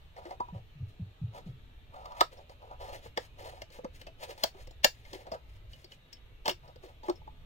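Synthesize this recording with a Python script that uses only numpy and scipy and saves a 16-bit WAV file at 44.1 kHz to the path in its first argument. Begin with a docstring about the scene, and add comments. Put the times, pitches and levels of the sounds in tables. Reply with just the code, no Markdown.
"""A quiet room hums and hisses throughout: noise shaped in frequency, partly alike at two microphones.
Over it, hands turn small metal model cars and their packaging on a wooden table, left of the microphones.
Sliding strokes start first, as dense random slips; rattling and plain knocks follow, as bursts of contacts.
Strokes and knocks excite the same damped modes of one hollow body.
From half a second to a second and a half, footfalls come through the floor as decaying low sines."""
import sys
import numpy as np
from scipy import signal
from scipy.io import wavfile
from scipy.ndimage import uniform_filter1d

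SR = 44100
rng = np.random.default_rng(int(sys.argv[2]) if len(sys.argv) > 2 else 0)


def to_linear_factor(level_db):
    """Convert decibel levels (scalar or array-like) to linear amplitude factors."""
    exponent = np.asarray(level_db, float) / 20
    return 10 ** exponent


def transcribe(u):
    """Save the signal u as a 16-bit wav file named by the first command-line argument.

    u: samples, shape (n,) or (channels, n), limited to [-1, 1]; the rate is SR.
    q: integer samples, one column per channel.
    """
    v = np.clip(np.atleast_2d(u).T, -1, 1)
    q = np.round(v * 32767).astype(np.int16)
    wavfile.write(sys.argv[1], SR, q)


N = 328545

# modes of the handled things: f/Hz, relative level/dB, reference t60/s (scaled by how they are held)
MODES = [(300, -4, .07), (348, 0, .09), (390, -2, .08), (470, -1, .07), (510, 0, .09), (565, 0, .08),
         (655, 0, .09), (755, 0, .11), (860, 0, .1), (975, 0, .12), (1180, -2, .09), (1270, 0, .11),
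         (1350, -4, .1), (1420, -6, .08), (1515, -6, .22), (1710, -2, .07), (1970, 0, .08), (2130, -2, .07),
         (2450, -2, .08), (2650, 0, .07), (2950, 0, .09), (3150, -1, .08), (3700, 0, .08), (4240, -1, .07),
         (4650, -1, .08), (5000, -1, .07), (5400, -2, .08), (5900, -3, .07), (7000, -4, .06),
         (8250, -5, .05)]
# broad spectrum of cracks and scuffs: f/Hz, relative level/dB
SCUFF_SPECTRUM = [(600, -44), (1500, 7.5), (3000, 1.5), (4500, 4.5), (6500, -5), (9000, -15.5),
                  (11500, -20.5), (13500, -17.5), (15500, -13)]
# left over right microphone, in full for the handling: f/Hz, level/dB
LEFT_OVER_RIGHT = [(60, -1.0), (120, -0.5), (240, 1.5), (480, 1.0), (950, -0.5), (1890, 1.0), (3770, 1.5),
                   (7520, 2.5), (15000, 7.0)]
LAG = 14  # samples by which sound reaches the right microphone later
LEAD_S = .012  # scraping approach before each contact


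def evened(x):
    """Normalization: scales a signal to rms 1."""
    return x / np.sqrt(np.mean(x ** 2) + 1e-20)


def read(points, hz):
    """Logarithmic frequency scale: interpolates a spectrum along log f."""
    f, value = np.transpose(points)
    return np.interp(np.log(hz + 1), np.log(f + 1), value)


def add(mix, s, sound):
    """Superposition: adds a sound to the mix from s seconds on."""
    part = mix[round(s * SR):][:len(sound)]
    part += sound[:len(part)]


def near(hz, centre_hz, octaves):
    """Selective excitation: where a thing is held and struck favours the modes around one pitch."""
    return np.exp(-.5 * (np.log2(hz / centre_hz) / octaves) ** 2)


def colour(points, centre_hz=4000, octaves=9):
    """Minimum phase: the causal impulse response of a dB spectrum weighted around one pitch."""
    hz = abs(np.fft.fftfreq(2048, 1 / SR)) + 1
    log_gain = read(points, hz) * np.log(10) / 20
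    log_gain += np.log(near(hz, centre_hz, octaves) + 1e-3)
    response = np.fft.ifft(np.exp(np.conj(signal.hilbert(log_gain)))).real
    return response[:512]


def ring(x, hz, t60):
    """Damped resonance: one mode driven by the force x."""
    r, w = 10 ** (-3 / (t60 * SR)), 2 * np.pi * hz / SR
    return signal.lfilter([np.sin(w)], [1, -2 * r * np.cos(w), r * r], x)


def hush():
    """Partial coherence: low rumble and faint hiss, drifting in patches, partly alike at both microphones."""
    # room tone: f/Hz, relative level/dB per Hz
    hush_spectrum = [(20, -5.5), (55, 6), (85, -6), (170, -23.5), (300, -21.5), (700, -24.5), (1400, -31),
                     (2900, -28.5), (4000, -31.5), (4900, -43.5), (8000, -49), (10500, -55), (13000, -46),
                     (15800, -54.5)]
    # how alike the two microphones hear it: f/Hz, likeness (0 to 1)
    likeness = [(60, 0.8866), (300, 0.963), (1000, 0.2), (3000, 0.1), (8000, .1)]
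    frame_count, hz = N // 256 + 5, np.fft.rfftfreq(1024, 1 / SR)
    a, b, c, d, patches, streaks = rng.standard_normal((frame_count, 513, 6)).T
    ripple = evened(streaks.mean(axis=1, keepdims=True))  # fixed random ripple across frequency
    streaks = evened(uniform_filter1d(streaks, size=60, axis=1))  # narrow random streaks, slowly varying
    patches = evened(uniform_filter1d(uniform_filter1d(patches, 20, 0), 20, 1))

    same = np.clip(read(likeness, hz), 0, 1)[:, None]
    early = np.exp(2j * np.pi * hz * LAG / SR)[:, None]
    right = a + 1j * b
    left = same * right * early + np.sqrt(1 - same ** 2) * (c + 1j * d)
    left = left * to_linear_factor(0.37 * read(LEFT_OVER_RIGHT, hz))[:, None]
    uneven_db = 0.54 * patches + 2.96 * streaks + 1.3 * ripple
    z = np.array([left, right]) * to_linear_factor(read(hush_spectrum, hz)[:, None] + uneven_db)
    noise = signal.istft(z, nperseg=1024, noverlap=768)[1][:, :N]
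    return to_linear_factor(-53.5) * evened(noise)


def stroke(s, held_s, pressure_db, hz, dry_db):
    """Friction excitation: dense uneven slips of skin and card ring the body, rasp, and hiss where dry."""
    press_db_per_s, let_go_db_per_s, depth_db = 800, 500, 35  # speeds and depth of the pressure ramps
    hiss_db, hiss_per_dry = -10.5, 1.15  # dryness lifts the rasp dB for dB, the hiss by this factor
    rise_s = depth_db / press_db_per_s
    t = np.arange(-rise_s, held_s + depth_db / let_go_db_per_s, 1 / SR)
    build_db = press_db_per_s * np.minimum(t, 0)
    fade_db = let_go_db_per_s * np.maximum(t - held_s, 0)
    pressure = to_linear_factor(pressure_db + build_db - fade_db)

    slips = rng.standard_normal(len(t)) * to_linear_factor(2.5 * np.minimum(rng.exponential(1, len(t)), 6))
    grip_db = 2.3 * evened(uniform_filter1d(rng.standard_normal(len(t)), 400))
    slips *= to_linear_factor(grip_db)  # the grip catches and lets go

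    soft = signal.lfilter(*signal.butter(2, 1500, fs=SR), slips)
    hollow, power = 0, 0
    for k, (f, db, t60) in enumerate(m for m in MODES if m[0] < 1500):
        share = to_linear_factor(db) * near(f, hz, .8 if f > hz else .4)
        # neighbours swing in opposite sense
        hollow = hollow + (-1) ** k * share * evened(ring(soft, f, 1.114 * t60))
        power += share ** 2
    hollow = hollow / np.sqrt(power)

    metal = sum(to_linear_factor(db) * ring(slips, f, 4.3 * t60) for f, db, t60 in MODES if f > 1600)
    scrape = signal.oaconvolve(slips, colour(SCUFF_SPECTRUM, 2320, 0.702))[:len(t)]
    rasp = evened(evened(scrape) + 0.238 * evened(metal))
    hiss = evened(signal.oaconvolve(slips, colour(SCUFF_SPECTRUM, 9150, 0.519))[:len(t)])
    sound = hollow + to_linear_factor(dry_db) * rasp + to_linear_factor(hiss_db + hiss_per_dry * dry_db) * hiss
    return s - rise_s, pressure * sound


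def held(blows, modes, centre_hz, octaves, rest, grip):
    """Modal damping: fingers shorten every mode; the one at the free spot lasts by how loosely it is gripped,
    the others keep a fixed share; the rest answer by rest(f)."""
    out, free_hz = 0, min((hz for hz, _, _ in modes), key=lambda hz: abs(hz - centre_hz))
    for k, (hz, db, t60) in enumerate(modes):
        lasting = t60 * (1 - grip if hz == free_hz else .3)
        weight = to_linear_factor(db) * (near(hz, centre_hz, octaves) + rest(hz)) * np.sqrt(lasting)
        out = out + (-1) ** k * weight * evened(ring(blows, hz, lasting))  # neighbours swing in opposite sense
    return out


def knock(hollow_db, hollow_hz, hard_db, hard_hz, loose=False):
    """Impact excitation: a scrape, a sharp contact and a chatter of rebounds ring modes, thump and crack."""
    t = np.arange(9000) / SR - LEAD_S
    after = np.maximum(t, 0)
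    # rebounds last longer after harder blows, and loose parts rattle on for a fixed t60
    chatter_t60 = .07 if loose else .012 + .0002 * max(hard_db + 70, 0)
    contact = 0.92 * np.exp(-after / 0.0019) + to_linear_factor(-60 * after / chatter_t60)
    contact *= 1 - np.exp(-after / 0.00052)
    approach = to_linear_factor(-18 + 1500 * np.minimum(t, 0) - 3000 * after)
    size, touching = rng.standard_normal((len(t), 2)).T
    blows = size * (touching > .3) * (contact + approach)

    force = np.clip((hard_db + 55) / 25, 0, 1)  # light ticks ring one spot, hard blows crack everything
    soft = signal.lfilter(*signal.butter(2, 1500, fs=SR), blows)  # the hollow part only feels the slow push
    low, high = [m for m in MODES if m[0] < 1500], [m for m in MODES if m[0] > 1500]
    hollow = held(soft, low, hollow_hz, 0.22,
                  lambda hz: (0.456 + 0.39 * force) * near(hz, 580, 0.954), 0.11 + 0.477 * force)
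    thump = signal.lfilter(*signal.butter(2, [190, 800], "band", fs=SR), blows)  # the table top gives way
    hollow = evened(hollow) + .5 * near(hollow_hz, 490, 0.778) * evened(thump)

    dull = max(force, np.clip((hollow_db - hard_db - 2) / 14, 0, .6))  # card and skin deaden the metal
    dull *= .3 if loose else 1  # loose parts feel less of the deadening
    metal = held(blows, high, hard_hz, .08 + .6 * dull, lambda hz: .1 + .5 * dull, .25 + .5 * dull)
    crack_octaves = 1.5 + .02 * max(hard_db + 55, 0)  # harder blows crack over a wider band
    crack = signal.oaconvolve(blows, colour(SCUFF_SPECTRUM, hard_hz, crack_octaves))[:len(t)]
    hard = evened(metal) + (.4 + 2.2 * dull) * evened(crack)
    hollow = to_linear_factor(hollow_db) * hollow / abs(hollow).max()
    hard = to_linear_factor(hard_db + 9.5) * hard / abs(hard).max()  # the peak stands 9.5 dB above the given level
    return hollow + hard


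def bump(db, hz, t60):
    """Damped oscillation: a soft weight on floor boards swells, sags in pitch towards hz and dies."""
    t = np.arange(12000) / SR
    turns = np.cumsum(hz * (1 + 0.042 * np.exp(-t / 0.0063))) / SR
    shape = (1 - np.exp(-t / 0.0113)) * to_linear_factor(-60 * t / t60)
    return to_linear_factor(db) * shape / shape.max() * np.sin(2 * np.pi * turns)


def footfall(floor, s, db, hz, lead_s, touch_hz):
    """Successive loading: a first touch, the full weight, and one rebound of the boards."""
    add(floor, s - lead_s, bump(db - 4.5, touch_hz, t60=0.1125))
    add(floor, s, bump(db, hz, t60=0.0758))
    add(floor, s + .043, bump(db - 11, hz, t60=0.114))  # the boards spring back once


def paths():
    """Multipath propagation: direct sound, bounces off table and things, and a short tail, per microphone."""
    # decay of the room tail: f/Hz, t60/s
    room_decay = [(200, 0.081), (1000, 0.096), (4000, 0.1338), (12000, 0.16)]
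    taps = np.zeros((2, 12000))
    at = np.arange(200, 11980, 20) + rng.integers(0, 20, (2, 589))
    np.put_along_axis(taps, at, rng.choice([-1., 1.], at.shape), 1)
    hz, t, z = signal.stft(taps, SR, nperseg=256)
    z = z * to_linear_factor(-60 * t / read(room_decay, hz)[:, None])
    tail = signal.istft(z, SR, nperseg=256)[1][:, :12000]
    tail *= to_linear_factor(-8) / np.linalg.norm(tail[0])
    bounces = np.zeros((2, 200))
    np.put_along_axis(bounces, rng.integers(12, 200, (2, 6)), rng.uniform(-1.4, 1, (2, 6)), 1)
    tail[:, :200] += to_linear_factor(-2.0) * np.diff(bounces, prepend=0)  # small objects scatter mostly the treble
    tail[:, 0] += 1  # direct sound
    return tail


def scene():
    """Time and level differences: handling reaches the left microphone first and brighter."""
    # strokes: t/s of full pressure, time held/s, pressure level/dB, centre f/Hz, dryness level/dB
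    stroke_events = [ (.175, .02, -49, 560, -18), (.22, .015, -53, 700, -16), (.265, .065, -48, 560, -17),
                     (.44, 0.0525, -58.5, 867, -20), (.55, 0.0264, -50.5, 534, -18.5),
                     (.885, .02, -82, 460, 9), (1.35, .035, -47, 601, -12),
                     (1.46, 0.042, -60.5, 343, -11.5), (1.94, 0.233, -49.5, 724, -19.5),
                     (2.17, 0.0285, -48, 770, -12), (2.326, 0.0054, -54, 520, -7.5),
                     (2.37, 0.0424, -56.5, 547, -15), (2.5, 0.0188, -56.5, 640, -10),
                     (2.62, 0.0572, -52.5, 545, -21), (2.71, 0.0256, -48.5, 678, -22.5),
                     (2.81, 0.092, -44.5, 586, -13), (2.93, .03, -44, 538, -8),
                     (3.03, 0.0369, -55, 483, -5.5), (3.2, .05, -64, 675, 2),
                     (3.39, 0.0577, -50.5, 526, -10), (3.449, 0.048, -47.5, 584, -8.5),
                     (3.52, 0.0727, -54, 600, -12), (3.725, .045, -68, 574, 7), (3.745, .03, -57, 560, -20),
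                     (3.95, 0.0132, -75, 516, 12.5), (4.0, 0.0104, -67, 520, 3), (4.2, 0.014, -56, 547, -6),
                     (4.23, 0.00966, -44.5, 593, -4.5), (4.295, 0.015, -42.5, 493, -8.5),
                     (4.38, 0.098, -56.5, 620, -1.5), (4.55, 0.0614, -58, 525, -10),
                     (4.6, .025, -66, 563, 4), (4.94, 0.086, -75, 523, 3), (5.05, 0.077, -62.5, 594, -3),
                     (5.14, 0.014, -43, 382, -11), (5.17, 0.0513, -53.5, 416, -10),
                     (5.27, 0.008, -46.5, 510, -19.5), (5.335, .01, -40, 560, -20),
                     (5.49, 0.081, -76.5, 600, 2), (5.71, 0.118, -78, 520, 9.5),
                     (5.92, 0.011, -64, 491, 1.5), (6.64, .02, -57.5, 636, -15),
                     (6.685, .015, -55, 631, -18), (6.83, 0.0316, -55, 373, -10),
                     (6.88, 0.0304, -58, 551, -11.5), (7.055, .025, -50, 500, -11),
                     (7.11, 0.0135, -52.5, 485, -17), (7.16, 0.014, -64.5, 458, -9)]
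    # knocks that leave loose parts rattling, ahead of the room paths:
    # contact t/s, hollow part peak level/dB, its centre f/Hz, hard part level/dB, its centre f/Hz
    clatter_events = [ (.163, -43, 750, -55, 1970), (.253, -39, 369, -55, 1970),
                      (.307, -33, 750, -53, 1970), (2.371, -48, 640, -64, 5400),
                      (4.067, -37.5, 620, -52, 2640), (5.316, -27, 637, -48, 4900),
                      (6.456, -24.5, 870, -36.5, 3150), (6.491, -26.5, 340, -31, 2950),
                      (6.676, -50, 510, -64, 4900), (6.835, -41.5, 340, -70, 3740),
                      (7.032, -39.5, 850, -60, 3900)]
    # plain knocks, same columns:
    # contact t/s, hollow part peak level/dB, its centre f/Hz, hard part level/dB, its centre f/Hz
    knock_events = [ (.402, -21.5, 926.2, -53, 3570), (.483, -42, 963, -71.5, 3660),
                    (2.056, -35.5, 1174, -54.5, 3180), (2.119, -41.5, 1180, -57, 3700),
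                    (2.208, -8, 1260, -21, 2000), (2.32, -49, 520, -71, 2450),
                    (2.495, -46, 537.2, -58.5, 4600), (2.711, -36, 755, -73, 2440),
                    (3.06, -38, 440, -60, 1950), (3.174, -22, 500, -29, 1710),
                    (3.618, -35.5, 628, -43, 2150), (3.702, -53, 500, -62, 4650),
                    (3.787, -35, 521, -66.5, 2650), (3.845, -30, 537, -52, 2130),
                    (4.014, -46.5, 520, -47, 2840), (4.377, -45, 857, -57, 4960),
                    (4.436, -18, 650, -23.5, 4650), (4.547, -46.5, 390, -70.5, 3150),
                    (4.672, -46, 505, -55.5, 5130), (4.709, -48, 640, -56.5, 7020),
                    (4.844, -13, 549, -13, 2687), (5.05, -55, 565, -57, 2120),
                    (5.131, -36, 401, -46.5, 3700), (5.267, -38, 644, -56, 1710),
                    (5.339, -70, 300, -55, 1515), (5.732, -60.5, 510, -54.5, 2950),
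                    (5.843, -49, 334, -53, 4620), (5.919, -54, 500, -53, 2970),
                    (5.934, -75, 500, -65.5, 2450), (6.128, -71.5, 758, -49.5, 4600),
                    (6.132, -75.5, 755, -54.5, 5330), (6.168, -68.5, 755, -66, 3130),
                    (6.479, -18, 479, -27, 2950), (6.51, -60, 497, -47, 5400), (6.758, -45, 505, -58, 3720),
                    (6.861, -56, 500, -64, 5900), (7.155, -70, 500, -66, 5400),
                    (7.084, -21.5, 342, -56.5, 3700), (7.096, -21.5, 345, -42, 4160),
                    (7.213, -48.5, 874, -82, 3700), (7.274, -38, 882, -73.5, 2453)]
    # footfalls: t/s the weight lands, its envelope peak level/dB, boards f/Hz,
    # time since first touch/s, first touch f/Hz
    footfall_events = [(0.555, -33.5, 107, 0.0306, 168), (.797, -40.5, 127.5, 0.0429, 144.7),
                       (.825, -30.5, 99.2, 0.01903, 127.2), (1.018, -31, 103.2, 0.0228, 172.2),
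                       (1.237, -26.5, 108.7, 0.0225, 146.8), (1.489, -35, 125.5, 0.0286, 177.6)]
    hands, floor = np.zeros(N), np.zeros(N)
    for row in stroke_events:
        add(hands, *stroke(*row))
    for s, *row in clatter_events:
        add(hands, s - LEAD_S, knock(*row, loose=True))
    for s, *row in knock_events:
        add(hands, s - LEAD_S, knock(*row))
    for row in footfall_events:
        footfall(floor, *row)
    hands = signal.sosfilt(signal.butter(2, 150, "high", fs=SR, output="sos"), hands)
    left, right = signal.fftconvolve(hands[None], paths(), axes=1)
    left = signal.oaconvolve(left, colour(LEFT_OVER_RIGHT))
    handling = np.array([left[:N], np.r_[np.zeros(LAG), right][:N]])
    return handling + floor + hush()  # the floor sounds alike at both microphones


def band_limit(x):
    """A steep low-pass at the top of the band."""
    return signal.sosfilt(signal.butter(12, 16480, fs=SR, output="sos"), x)


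def record(dry):
    """Band limitation: a linear-phase low-pass ends the spectrum near 15.9 kHz."""
    low_pass = signal.firwin(255, 15900, window=("kaiser", 7), fs=SR)
    mix = signal.oaconvolve(dry, low_pass[None], "same")
    return band_limit(mix)


dry = scene()
out = record(dry)
transcribe(out)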